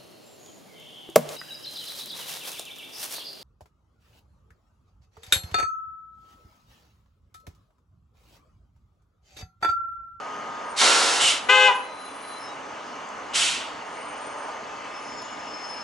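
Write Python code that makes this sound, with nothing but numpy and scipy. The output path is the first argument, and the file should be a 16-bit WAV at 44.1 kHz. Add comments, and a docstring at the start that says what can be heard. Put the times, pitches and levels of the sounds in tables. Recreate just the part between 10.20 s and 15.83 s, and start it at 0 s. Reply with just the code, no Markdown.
"""A city bus rolls slowly into an open terminal, over the steady rumble of traffic and engines.
Half a second in, it dumps compressed air with a loud hiss, and a brake valve puffs and whistles.
Next, two buzzing metal discs (diaphragms) give one toot of its two-tone electric horn.
The brakes sing thinly as the bus creeps on; near three seconds the valve puffs again, and the body
rattles faintly. Other buses echo the horn, and house fronts throw back both horn and air."""
import sys
import numpy as np
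from scipy import signal
from scipy.fft import rfft, irfft, next_fast_len
from scipy.io import wavfile
from scipy.ndimage import uniform_filter1d, map_coordinates

SR = 44100
rng = np.random.default_rng(int(sys.argv[2]) if len(sys.argv) > 2 else 0)


def generate_wav(sig):
    """Save sig (samples, or channels by samples) to the path in sys.argv[1] as 16-bit PCM at SR."""
    pcm = np.round(np.clip(np.atleast_2d(sig).T, -1, 1) * 32767).astype(np.int16)
    wavfile.write(sys.argv[1], SR, pcm)


N = 248349
TIME = np.arange(N) / SR

# Tone colours: how strong the lows and highs are. Each row: frequency in Hz, relative level in dB.
DUMP_COLOUR = [(88, -65), (150, -44), (227, -14), (262, -21), (302, -12.5), (349, -10), (537, -3.5),
               (609, -12), (679, -1), (1230, -6), (1340, -1), (1730, -5.5), (4320, -5), (7280, -9.5),
               (11000, -18.5), (14300, -62), (22000, -120)]
VALVE_COLOUR = [(410, -24), (700, -13), (892, -45), (923, -26), (1110, -4.5), (1250, -10), (1350, -3.5),
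                (1760, -10), (1890, -6.5), (2990, 0.5), (4740, -7.5), (7700, -8), (11000, -19.5),
                (14300, -63), (22000, -120)]
RASP_COLOUR = [(300, -23), (700, -15), (1500, -5), (3200, 9), (5000, 1), (8000, -9), (11000, -34)]
ECHO_COLOUR = [(400, -5), (800, -8), (1000, 5), (1500, -3), (3000, -6), (9000, 0)]
TRAFFIC_COLOUR = [(15, -64), (25, -26), (112, -17), (155, -15.5), (288, -4), (374, -12), (430, -5),
                  (494, -7.5), (629, -3), (724, -4.5), (884, -1), (1080, -2.5), (1190, -4), (1290, -5.5),
                  (3000, -18), (3900, -36), (6600, -120)]
FAN_COLOUR = [(880, -18), (1500, 5), (2370, -2), (2560, -2), (2780, -5), (3000, -3), (3950, -16),
              (4250, -11.5), (5460, -13.5), (5790, -14.5), (6290, -9.5), (7130, -17.5), (11000, -34.5),
              (14300, -70), (22000, -120)]
# Hollow spaces that ring. Each row: frequency in Hz, width in Hz, boost in dB.
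UNDER_BUS_RESONANCES = [(228, 18, 7), (300, 18, 5.5), (976, 59, 6), (1359, 69, 7)]
PORT_RESONANCES = [(3080, 450, 1.5)]
# The pure tones (partials) in each horn. Each row: multiple of the pitch, relative level in dB.
HIGH_HORN_PARTIALS = [(1, -28.5), (2, -25), (3, -22), (4, -23), (5, -25), (6, -28), (7, -35.5), (8, -42),
                      (9, -52), (14, -52), (21, -67)]
LOW_HORN_PARTIALS = [(1, -35), (2, -31.5), (3, -28), (4, -32), (5, -39), (6, -26.5), (7, -25.5), (8, -37),
                     (9, -39), (10, -41), (12, -49), (17, -46.5), (26, -70)]
# Horn echoes from buses and shelters. Each row: delay in seconds, relative level in dB.
HORN_ECHOES = [(.054, -13), (.0945, -17)]
# Brake valve puffs. Each row: start, length and fade time in seconds, relative level in dB.
VALVE_PUFFS = [(0.987, .11, .078, -20.5), (3.13, 0.098, 0.15, -22)]
# Brake squeals. Each row: start and length in seconds, pitch in Hz, relative peak level in dB.
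SQUEALS = [(.45, 0.13, 8890, -59), (1.19, .13, 9900, -56), (1.48, .2, 9990, -51), (1.492, .9, 8935, -57.5),
           (1.557, .32, 4010, -49), (1.66, .33, 10160, -54.5), (1.762, .2, 4015, -52),
           (1.928, .27, 10040, -49), (1.96, .32, 4030, -50.5), (2.133, .16, 9940, -57),
           (2.17, .16, 5308, -47), (2.25, .1, 3855, -50), (3.68, 0.33, 8884, -54.5),
           (3.9, .42, 8895, -55.5), (4.25, .7, 2605, -53), (4.71, .12, 5285, -48.5),
           (4.73, 0.21, 9150, -62), (4.8, 0.31, 5280, -48), (4.8, 0.48, 6960, -55), (5.0, 0.23, 5277, -58),
           (5.05, .12, 2900, -49.5), (5.17, .58, 5275, -42), (5.38, .26, 9160, -63.5)]
# Body rattles. Each row: start in seconds, relative level in dB, pitch in Hz, seconds to fade 60 dB.
RATTLES = [(2.89, -54, 7500, .012), (5.018, -51, 4800, .012), (5.02, -59.5, 10500, .03),
           (5.172, -50, 3600, 0.017)]
# Tyre and engine roar. 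Each row: time in seconds, relative level in dB.
ROAR_LEVEL = [(0, -36.5), (.5, -35.5), (2.6, -38), (3.6, -37.5), (4.25, -36), (4.8, -38), (5.63, -38)]
# Engine whine, loudest until the driver lifts off.
# Each row: time in seconds, pitch in Hz, relative level in dB.
ENGINE_WHINE = [(0, 1244, -40), (.48, 1236, -39.5), (.6, 1237, -44), (3.4, 1254, -52), (4.3, 1220, -44.5),
                (5.63, 1231, -52)]
# How long the house fronts echo. Each row: frequency in Hz, seconds to fade 60 dB.
HOUSE_DECAY = [(200, 0.7), (1000, 0.55), (3000, 0.56), (10000, 0.55)]
# How alike left and right sound. Each row: frequency in Hz, likeness (1 means the same).
DUMP_LIKENESS = [(60, 0.63), (170, 0.92), (480, 0.76), (1370, 0.66), (3900, 0.86), (11100, 1)]
VALVE_LIKENESS = [(60, 0.81), (340, 0.57), (1940, 0.71), (11100, 1)]
STREET_LIKENESS = [(60, 0.93), (140, 0.96), (340, 0.92), (810, 0.59), (1940, 0.73), (4640, 0.83),
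                   (11100, 0.78)]
HOUSE_LIKENESS = [(200, 0.73), (1000, 0.61), (3000, 0.35), (10000, 0.34)]
# The left side's head start. Each row: frequency in Hz, phase lead in radians when leftward is 1.
LEFT_LEAD = [(60, 0.23), (200, 0.46), (450, 0.55), (1900, 0.65), (3300, 0.36), (5500, 0.28), (11000, 0.8)]

HORN_ON_S, HORN_OFF_S = 1.283, 1.474  # the button is pressed and let go


def air_dump(drain_db_per_s=22):
    """A wide jet of air hisses, then roars under the bus; both sink as the tank empties."""
    jet = rushing_noise(DUMP_COLOUR, DUMP_LIKENESS, patchy_db=.5)
    jet = resonate(near_echoes(jet, share=.5, within_s=.025), UNDER_BUS_RESONANCES)
    lows = filtered(jet, lambda hz: 1 / (1 + (hz / 1700) ** 4))
    hiss_s, roar_s = .56, .595  # start times
    hiss = (jet - lows) * envelope(hiss_s, attack_s=.06, length_s=.42, release_s=.06)
    hiss *= amp(-13.6 - drain_db_per_s * (TIME - hiss_s))
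    roar = lows * envelope(roar_s, attack_s=.025, length_s=.435, release_s=.07)
    roar *= amp(-14.3 - drain_db_per_s * (TIME - roar_s))
    return placed(hiss + roar, pan_db=-1, leftward=.76)


def horn(pitches_hz=(516.1, 416.2), jitter=.0026, coupling=.22, rasp_db=-22, gain_db=4):
    """Two horns a major third apart share one supply wire, so each makes the other's level shake."""
    drive = envelope(HORN_ON_S, attack_s=.014, length_s=HORN_OFF_S - HORN_ON_S, release_s=.052) ** 2
    sag = .045 * np.exp(-((TIME - HORN_ON_S) / .024) ** 2)  # the pitch starts a little low
    sag += 1.5 * np.maximum(TIME - HORN_OFF_S, 0)  # and runs down once the button is let go
    high_phase, low_phase = [phase_of(hz * (1 - sag + jitter * wobble(170))) for hz in pitches_hz]
    high = diaphragm(high_phase, drive, HIGH_HORN_PARTIALS, flare_db=11, drift_db=1.6)
    low = diaphragm(low_phase, drive, LOW_HORN_PARTIALS, flare_db=10, drift_db=2.2)
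    toot = high * (1 + coupling * np.cos(low_phase)) + low * (1 + coupling * np.cos(high_phase))
    strikes = (1 + np.cos(high_phase)) ** 2 + (1 + np.cos(low_phase)) ** 2  # a puff of rasp each swing
    rasp = filtered(rng.standard_normal(N), lambda hz: amp(look_up(RASP_COLOUR, hz))) * strikes * drive
    toot += amp(rasp_db) * np.std(toot) * unit(rasp)
    toot = filtered(toot, lambda hz: 1 - 1 / (1 + (hz / 350) ** 14))  # small trumpets give no bass
    echoes = sum(amp(db) * np.roll(toot, int(delay_s * SR)) for delay_s, db in HORN_ECHOES)
    echoes = filtered(echoes, lambda hz: amp(look_up(ECHO_COLOUR, hz)))
    nearby = placed(toot, pan_db=4.5, leftward=1) + placed(echoes, pan_db=1, leftward=.43)
    return amp(gain_db) * (nearby + amp(-13) * house_echo(toot, delay_s=.012))


def diaphragm(phase, drive, partials, flare_db, drift_db, stopping_s=.012, dull_db=.23):
    """One horn's buzzing disc; as it runs down, partial 2 meets the trumpet's resonance and flares."""
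    sounding = drive > 1e-4
    multiples, levels = np.transpose(partials)
    stopping = np.clip((TIME[sounding] - HORN_OFF_S) / stopping_s, 0, 1)
    buzz = np.zeros(N)
    for k in range(1, int(multiples[-1]) + 1):
        drift = drift_db * signal.resample(rng.standard_normal(18), sounding.sum())  # each wavers alone
        stop_db = flare_db if k == 2 else -dull_db * k
        db = np.interp(k, multiples, levels) + drift + stopping * stop_db
        buzz[sounding] += amp(db) * np.sqrt(2) * np.sin(k * phase[sounding] + rng.uniform(0, 2 * np.pi))
    return buzz * drive


def brake_valve(attack_s=.029, treble_db=3.5, dulling=.79):
    """Short puffs of air leave through a ringing port and turn dull as the flow dies."""
    puffs = 0
    for start_s, length_s, release_s, db in VALVE_PUFFS:
        flow = envelope(start_s, attack_s, length_s, release_s)
        jet = rushing_noise(VALVE_COLOUR, VALVE_LIKENESS, patchy_db=-.26)
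        jet = resonate(near_echoes(jet, share=.57, within_s=.015), PORT_RESONANCES)
        lows = filtered(jet, lambda hz: 1 / (1 + (hz / 5500) ** 4))
        highs = amp(treble_db) * flow ** dulling * (jet - lows)
        puffs += (lows + highs) * amp(db) * flow
    return placed(puffs, pan_db=-.5, leftward=.66)


def port_whistle(start_s=1.056, start_hz=3104, fall_hz_per_s=9000):
    """The valve's port chirps once at full flow; the pitch sinks as the pressure drops."""
    hz = start_hz - fall_hz_per_s * np.maximum(TIME - start_s, 0)
    level = amp(-19.5) * envelope(start_s, attack_s=.013, length_s=.023, release_s=.014)
    chirp = level * tone(hz, waver=.009, flutter_db=1, stutter_db=1)
    return placed(chirp, pan_db=-.5, leftward=.9)


def brake_knock(at_s=1.045, hz=129, db=-43, width_s=.011):
    """The brake gear knocks softly as the valve first opens."""
    return amp(db) * np.exp(-((TIME - at_s) / width_s) ** 2) * np.sin(2 * np.pi * hz * TIME)


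def brake_squeal(rise_share=.6, swell_db=15, sink_per_s=.004):
    """The pads make the brake discs ring in single notes that swell, flutter, sink a little and fade."""
    squeals = np.zeros(N)
    for start_s, length_s, hz, db in SQUEALS:
        rise_s = length_s * rise_share
        since_peak = TIME - start_s - rise_s
        from_peak = since_peak / np.where(since_peak < 0, rise_s, length_s - rise_s)
        note = tone(hz * (1 - sink_per_s * since_peak), waver=.00082, flutter_db=1.7, stutter_db=3)
        squeals += amp(db - swell_db * from_peak ** 2) * note
    return placed(squeals, pan_db=6, leftward=.64)


def body_rattles(gain_db=9):
    """The bus body ticks: each tick is a burst of narrow noise that dies at once."""
    ticks = np.zeros(N)
    for start_s, db, pitch_hz, fade_s in RATTLES:
        ring = unit(filtered(rng.standard_normal(N), lambda hz: 1 / (1 + ((hz - pitch_hz) / 400) ** 2)))
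        ticks += amp(db + gain_db - 60 * np.abs(TIME - start_s) / fade_s) * (TIME >= start_s) * ring
    return ticks


def traffic(split_hz=350):
    """Idling engines rumble in the lows while tyres and engines roar above them."""
    roar_db, = curves(ROAR_LEVEL)
    noise = rushing_noise(TRAFFIC_COLOUR, STREET_LIKENESS, patchy_db=.72)
    rumble = unit(filtered(noise, lambda hz: (hz < split_hz) / np.sqrt(1 + (32 / (hz + 1)) ** 4)))
    roar = unit(filtered(noise, lambda hz: (hz >= split_hz) / np.sqrt(1 + (hz / 2000) ** 16)))
    street = amp(-50.5 + .62 * wobble(3.48)) * rumble + amp(roar_db + .28 * wobble(17)) * roar
    return placed(street, pan_db=-1, leftward=.91)


def fans_and_engine(grow_db_per_s=.25):
    """On the left, the bus's engine whines and its fans fizz, the fans growing as it draws up."""
    fizz = rushing_noise(FAN_COLOUR, STREET_LIKENESS, patchy_db=1.5)
    fizz = unit(filtered(fizz, lambda hz: 1 - 1 / (1 + (hz / 1900) ** 12)))
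    fans = amp(-46.5 + grow_db_per_s * TIME) * near_echoes(fizz, share=.39, within_s=.016)
    whine_hz, whine_db = curves(ENGINE_WHINE)
    whine = amp(whine_db) * tone(whine_hz, waver=.0032, flutter_db=.5, stutter_db=.4)
    return placed(fans + whine, pan_db=2.5, leftward=.93)


def near_echoes(sound, share, within_s, count=14):
    """Quick, weak echoes off the road and bus sides lift some frequencies and cancel others."""
    delays, gains = rng.uniform(.001, within_s, count), rng.standard_normal(count)
    gains *= share / np.linalg.norm(gains)
    echoes = sum(gain * np.roll(sound, int(delay * SR), axis=-1) for delay, gain in zip(delays, gains))
    return (sound + echoes) / np.hypot(1, share)


def house_echo(sound, delay_s):
    """The house fronts answer late; the highs are weaker and die first."""
    hz, t, spectrum = signal.stft(rng.standard_normal((2, SR)), SR, nperseg=256)
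    fade = amp(-60 * t / look_up(HOUSE_DECAY, hz)[:, None])
    tail = signal.istft(spectrum * fade, SR, nperseg=256)[1]
    tail = stereo(tail, colour=[(1000, 5), (3000, -1), (10000, -3.5)], likeness=HOUSE_LIKENESS)[:, :SR]
    late = np.pad(sound, (int(delay_s * SR), 0))[None]
    return signal.fftconvolve(late, tail / np.linalg.norm(tail[0]), axes=1)[:, :N]


def rushing_noise(colour, likeness, patchy_db):
    """Swirling air: stereo noise with random louder and softer patches."""
    spectrum = signal.stft(rng.standard_normal((2, N)), nperseg=512)[2]
    patches = uniform_filter1d(rng.standard_normal(spectrum.shape[1:]), size=6, axis=0)
    patches = unit(uniform_filter1d(patches, size=14, axis=1))
    pair = signal.istft(spectrum * amp(patchy_db * patches), nperseg=512)[1][:, :N]
    return stereo(pair, colour, likeness)


def tone(hz, waver, flutter_db, stutter_db):
    """A thin note whose pitch wavers and whose level flutters slowly and stutters quickly."""
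    phase = phase_of(hz * (1 + waver * wobble(60)))
    db = flutter_db * np.minimum(wobble(18), 1) + stutter_db * wobble(70)
    return amp(db) * np.sqrt(2) * np.sin(phase)


def resonate(sound, resonances):
    """Boost the frequencies where a hollow space rings, then set the strength to 1."""
    def boost_db(hz):
        return sum(db / (1 + (2 * (hz - centre) / width) ** 2) for centre, width, db in resonances)
    return unit(filtered(sound, lambda hz: amp(boost_db(hz))))


def stereo(pair, colour, likeness):
    """Blend two unrelated noises into a left and right with the given colour and likeness."""
    def weights(hz):
        angle = np.arccos(np.clip(look_up(likeness, hz), -1, 1)) / 2
        return amp(look_up(colour, hz)) * [np.cos(angle), np.sin(angle)]
    mid, side = filtered(pair, weights)
    return np.array([mid + side, mid - side]) / np.std(mid)


def placed(sound, pan_db, leftward):
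    """Make the left side louder by pan_db and earlier by an amount set by leftward."""
    sides = np.array([[.5], [-.5]])
    gains = amp(pan_db * sides)
    return filtered(sound, lambda hz: gains * np.exp(1j * sides * leftward * look_up(LEFT_LEAD, hz)))


def envelope(start_s, attack_s, length_s, release_s):
    """A gain that ramps up, holds until length_s after the start, then dies away."""
    age = TIME - start_s
    return np.clip(age / attack_s, 0, 1) * np.exp(-(np.maximum(age - length_s, 0) / release_s) ** 1.5)


def filtered(sound, response):
    """Multiply each frequency in the sound by response(hz)."""
    size = next_fast_len(N + SR // 2)
    return irfft(rfft(sound, size) * response(np.fft.rfftfreq(size, 1 / SR)), size)[..., :N]


def wobble(per_s):
    """A smooth curve through per_s random values each second."""
    return map_coordinates(rng.standard_normal(int(N * per_s / SR) + 4), [TIME * per_s])


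def phase_of(hz):
    """Add up a changing pitch into the wave's angle in radians."""
    return 2 * np.pi * np.cumsum(hz) / SR


def curves(rows):
    """Turn each column after the time into one value per sample."""
    times, *columns = np.transpose(rows)
    return [np.interp(TIME, times, column) for column in columns]


def look_up(rows, hz):
    """Read between a table's rows on a log frequency scale."""
    frequencies, values = np.transpose(rows)
    return np.interp(np.log(hz + 1), np.log(frequencies + 1), values)


def unit(sound):
    """Scale to an average strength (rms) of 1."""
    return sound / np.sqrt(np.mean(sound ** 2) + 1e-20)


def amp(db):
    """Turn decibels into a gain."""
    return 10 ** (np.asarray(db) / 20)


def scene():
    """Add up everything that sounds at the terminal."""
    air = air_dump() + brake_valve() + port_whistle()
    background = traffic() + fans_and_engine()
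    air_echo = amp(-16) * house_echo(air.mean(axis=0), delay_s=.025)
    return air + air_echo + horn() + brake_knock() + brake_squeal() + body_rattles() + background


def record(dry, ceiling_db=-13.5, detect_s=.04, recover_db_per_s=3.6, top_hz=11200):
    """A gain control turns loud moments down and recovers slowly; nothing above top_hz is kept."""
    power = np.abs(uniform_filter1d(np.mean(dry ** 2, axis=0), size=int(detect_s * SR)))
    over_db = np.maximum(10 * np.log10(power + 1e-12) - ceiling_db, 0)
    recovery_db = recover_db_per_s * TIME
    cut_db = np.maximum.accumulate(over_db + recovery_db) - recovery_db
    return filtered(dry * amp(-cut_db), lambda hz: hz < top_hz)


dry = scene()
out = record(dry)
generate_wav(out)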